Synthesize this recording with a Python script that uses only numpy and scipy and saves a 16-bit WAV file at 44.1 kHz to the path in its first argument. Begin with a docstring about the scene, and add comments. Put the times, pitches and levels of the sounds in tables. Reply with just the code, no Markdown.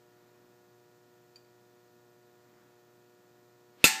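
"""In a small hard room, an empty drink can stands on the concrete floor. A hammer is lined up,
touches the lid once, then swings down. The impact excites the can's modes: the lid cracks and clanks,
the can thumps against the floor, and its thin wall buckles and rings. The room reverberates and
the bang overloads the microphone. Underneath are mains hum, faint hiss and the swish of the arm."""
import sys
import numpy as np
from scipy import signal
from scipy.fft import rfft, irfft
from scipy.io import wavfile

SR = 44100
rng = np.random.default_rng(int(sys.argv[2]) if len(sys.argv) > 2 else 0)


def output_pcm(signal):
    """Save a mono or channel-first signal as 16-bit PCM at the path in sys.argv[1].

    Samples are clipped to [-1, 1] before scaling.
    """
    pcm = np.clip(np.atleast_2d(signal).T, -1, 1) * 32767
    wavfile.write(sys.argv[1], SR, np.round(pcm).astype(np.int16))


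N = 176400
EVENT_N = 16384  # samples in one impact
BLOW_S = 3.8413

def undb(db):
    """Amplitude ratio of a level in decibels."""
    return 10 ** (np.asarray(db) / 20)

def since(start):
    """Seconds since an onset within one impact, zero before it."""
    return np.maximum(np.arange(EVENT_N) / SR - start, 0)

def fade(start, t60):
    """Exponential decay from a sudden onset, 60 dB in t60 seconds."""
    age = since(start)
    return (age > 0) * np.exp(-np.log(1000) * age / t60)

def on_log(hz, points, column=1):
    """Interpolation of a table column on a log-frequency axis."""
    points = np.array(points, float)
    return np.interp(np.log(np.maximum(hz, 1)), np.log(points[:, 0]), points[:, column])

def colour(x, points):
    """Spectral shaping by relative levels, conserving the power of white noise."""
    gain = undb(on_log(np.fft.rfftfreq(len(x), 1 / SR), points))
    return irfft(rfft(x) * gain / np.sqrt(np.mean(gain ** 2)), len(x))

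def noise(points, size=N):
    """Coloured Gaussian noise of unit power."""
    return colour(rng.standard_normal(size), points)

def ring(start, modes, wave=np.sin):
    """Free vibration: a sum of damped modes excited together."""
    age = since(start)
    return sum(undb(db) * fade(start, t60) * wave(2 * np.pi * hz * age) for hz, db, t60 in modes)

def place(x, start):
    """Delay of a short sound to its time in the scene."""
    return np.concatenate([np.zeros(int(start * SR)), x, np.zeros(N)])[:N]

# Partials of the hum (multiple of hum_hz, level/dB)
HUM_PARTIALS = [(1, -74), (2, -82.5), (2.5, -79.5), (3, -65.5), (4, -72.5), (5, -75), (6, -75), (7, -85.5),
                (8, -79.5), (9, -85.5), (10, -85.5), (11, -82.5), (12, -79), (14, -85), (15, -82.5),
                (16, -86), (20, -90.5), (21, -91)]

def mains_hum(hum_hz=120.1, scatter_rad=1.08):
    """Harmonic series: steady multiples of the mains frequency, loosely aligned in phase."""
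    phase = 2 * np.pi * hum_hz * np.arange(N) / SR
    offsets = scatter_rad * rng.standard_normal(len(HUM_PARTIALS))
    return sum(np.sqrt(2) * undb(db) * np.cos(multiple * phase + offset)
               for (multiple, db), offset in zip(HUM_PARTIALS, offsets))

# Spectral density of the hiss (f/Hz, relative level/dB)
HISS_SPECTRUM = [(25, -28), (60, -24), (90, -9.5), (120, 0.5), (200, 1.5), (320, -2.5), (550, -6.5),
                 (1000, -9.5), (1700, -13.5), (2800, -16), (4300, -14.5), (5500, -16.5), (7200, -16),
                 (9800, -26.5), (12000, -21), (14500, -16.5), (16000, -19)]

def hiss(level_db=-68):
    """Stationary broadband noise of the air and the microphone."""
    return undb(level_db) * noise(HISS_SPECTRUM)

# Aiming and lifting movements (centre t/s, half-width/s, level/dB)
ARM_MOVES = [(0.31, 0.35, -71.5), (2.593, 0.19, -68.5), (3.4, .15, -78)]
# Spectral density of their swish (f/Hz, relative level/dB)
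SWISH_SPECTRUM = [(100, -15), (200, 3), (320, 0.5), (500, -11), (900, -6.5), (2000, -12), (4000, -27),
                  (15000, -43)]
# Spectral density of the downswing (f/Hz, relative level/dB)
DOWNSWING_SPECTRUM = [(100, -17), (250, 4), (700, -5), (2000, -5.5), (4500, -10), (8000, -20), (15000, -38)]

def arm(swing_db=-53.5, rise_s=0.035):
    """Noise of motion: arm and hammer swish softly, then a rush grows exponentially up to the blow."""
    t = np.arange(N) / SR
    moves = sum(undb(db) * np.exp(-((t - centre) / half) ** 2) for centre, half, db in ARM_MOVES)
    swing = (t < BLOW_S) * np.exp(-np.abs(t - BLOW_S) / rise_s)
    return moves * noise(SWISH_SPECTRUM) + undb(swing_db) * swing * noise(DOWNSWING_SPECTRUM)

# Spectral density and decay of the reflections (f/Hz, relative level/dB, T60/s)
ROOM_RESPONSE = [(60.7, -40, .3), (172, -10.5, 0.62), (300, -9, 0.54), (650, -14, .5), (900, -7, 0.83),
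                 (1170, -10, 0.54), (1750, -2.5, 0.71), (2600, 1.5, 0.58), (3250, -4.5, 0.55),
                 (4300, 1.5, 0.42), (5530, -3, 0.5), (7400, 2.5, 0.37), (8550, 1, .34), (9500, -12, 0.4),
                 (12000, -7.5, 0.35), (15500, -12, 0.31)]

def reverberation(build_s=0.0065):
    """Diffuse field: dense reflections merge into noise, each band decaying at its own rate."""
    edges = np.geomspace(50, 16000, 41)
    centres = np.sqrt(edges[1:] * edges[:-1])
    t60s = on_log(centres, ROOM_RESPONSE, column=2)
    hz = np.fft.rfftfreq(EVENT_N, 1 / SR)
    spectrum = rfft(noise(ROOM_RESPONSE, EVENT_N))
    tail = sum(irfft(spectrum * ((hz >= low) & (hz < high))) * fade(0, t60)
               for low, high, t60 in zip(edges, edges[1:], t60s))
    return tail * (1 - np.exp(-since(0) / build_s))

# The hammer's light contact and its rebound (t/s, level/dB)
TOUCH_CONTACTS = [(1.3584, -46.5), (1.3648, -52)]
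# Modes of the intact lid (f/Hz, relative level/dB, T60/s)
INTACT_LID_MODES = [(2480, -12.5, 0.037), (3128, -19, .05), (4620, -2.5, 0.039), (4670, -9, .03),
                    (4660, -13, 0.13), (5830, -22, .05), (7025, -16.5, .055), (8500, -22, .03)]

def touch(room, tick_db=-15, rise_s=0.00036, room_db=-17.5):
    """Light impact excitation: the lid tinks, and convolution with the room adds the reflections."""
    tick = undb(tick_db) * noise(CAN_NOISE_SPECTRUM, EVENT_N) * fade(0, t60=0.035)
    tink = (ring(0, INTACT_LID_MODES) + tick) * (1 - np.exp(-since(0) / rise_s))
    reflections = signal.fftconvolve(tink, room / np.linalg.norm(room))[:EVENT_N]
    contact = tink + undb(room_db) * reflections
    return sum(place(undb(db) * contact, start) for start, db in TOUCH_CONTACTS)

# Low modes of the can against the floor (f/Hz, relative level/dB, T60/s)
CAN_FLOOR_MODES = [(169, -19.5, 0.043), (265, -15, 0.029), (370, -18, 0.028), (472, -21.5, 0.036)]

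def thump(lag_s=0.00149, pulse_db=-16.5, pulse_s=0.00039):
    """Impulse response of the can driven against the floor: a pressure pulse and damped low modes."""
    age = since(lag_s) / pulse_s
    pulse = undb(pulse_db) * age * np.exp(1 - age)
    return ring(lag_s, CAN_FLOOR_MODES, np.cos) + pulse

# Spectral density of the wall's snaps, also of the touch's tick (f/Hz, relative level/dB)
CAN_NOISE_SPECTRUM = [(60, -34), (300, -6.5), (800, -13), (1150, -13.5), (1450, -2.5), (3200, -3),
                      (4400, -0.5), (5500, -5.5), (7000, 3.5), (9800, -9), (12000, -6), (15500, -7)]
# Modes of the thin wall and the air inside (f/Hz, relative level/dB, T60/s)
SHELL_MODES = [(777, -41, 2), (871, -37.5, 1.5), (888, -46, 1.2), (1066, -43, .5), (1347, -21, .09),
               (1365, -32, .35), (1510, -33, .15), (1691, -41, 1.3), (1781, -36, .8), (1843, -31, .32),
               (2016, -30, .32), (2230, -27, .2), (2448, -24, .2), (2612, -27, .25), (2650, -26, .3),
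               (2826, -29, .32), (2903, -41, .9), (3476, -22, .11), (3640, -38, .75), (4150, -26, .19),
               (4367, -30, .25), (4879, -20, .07), (6583, -30, .2), (7010, -29, .19), (7300, -27, .19),
               (7413, -27, .19), (7601, -24, .1), (8250, -26, .16), (8705, -32, .18), (10947, -36, .18),
               (11952, -34, .18)]

def wall_buckling(lag_s=0.005, snaps_per_s=2900, crumple_db=-10, ring_db=-1.5):
    """Buckling of a thin shell: the wall gives way in tiny random snaps and its modes ring on."""
    chance = snaps_per_s / SR
    snaps = rng.standard_normal(EVENT_N) * (rng.random(EVENT_N) < chance) / np.sqrt(chance)
    crumple = undb(crumple_db) * colour(snaps, CAN_NOISE_SPECTRUM) * fade(lag_s, t60=0.1)
    return crumple + undb(ring_db) * ring(lag_s, SHELL_MODES)

# Spectral density of the crack at first contact (f/Hz, relative level/dB)
CRACK_SPECTRUM = [(60, -27), (200, -13), (800, -13), (1000, -11), (1300, -14), (1800, -8), (2800, -1.5),
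                  (4500, -13), (7000, -11), (9800, -20), (12000, -3.5), (15500, -19)]
# Modes of the dented lid (f/Hz, relative level/dB, T60/s)
DENTED_LID_MODES = [(2640, -4.5, 0.039), (2592, -13.5, 0.031), (3615, -12.5, 0.052)]

def lid_impact(crack_db=-7):
    """A brief contact has a broad spectrum: the lid cracks and clanks in heavily damped modes."""
    crack = undb(crack_db) * noise(CRACK_SPECTRUM, EVENT_N) * fade(0, t60=0.031)
    return crack + ring(0, DENTED_LID_MODES)

def blow(room, room_db=-22):
    """Inelastic collision: the hammer crushes the can, and a reverberant tail follows the bang."""
    direct = lid_impact() + thump() + wall_buckling()
    return place(direct + undb(room_db) * room, BLOW_S)

def scene():
    """Linear superposition of all sources at one microphone."""
    room = reverberation()
    return (mains_hum() + hiss() + arm() + touch(room) + blow(room))[None]

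def record(dry, ceiling=0.61, cutoff_hz=15200):
    """Saturation and band limiting: the microphone rounds off the bang, a low-pass cuts the top."""
    saturated = ceiling * np.tanh(dry / ceiling)
    lowpass = signal.ellip(10, 0.2, 80, cutoff_hz, fs=SR, output="sos")
    return signal.sosfilt(lowpass, saturated)

dry = scene()
out = record(dry)
output_pcm(out)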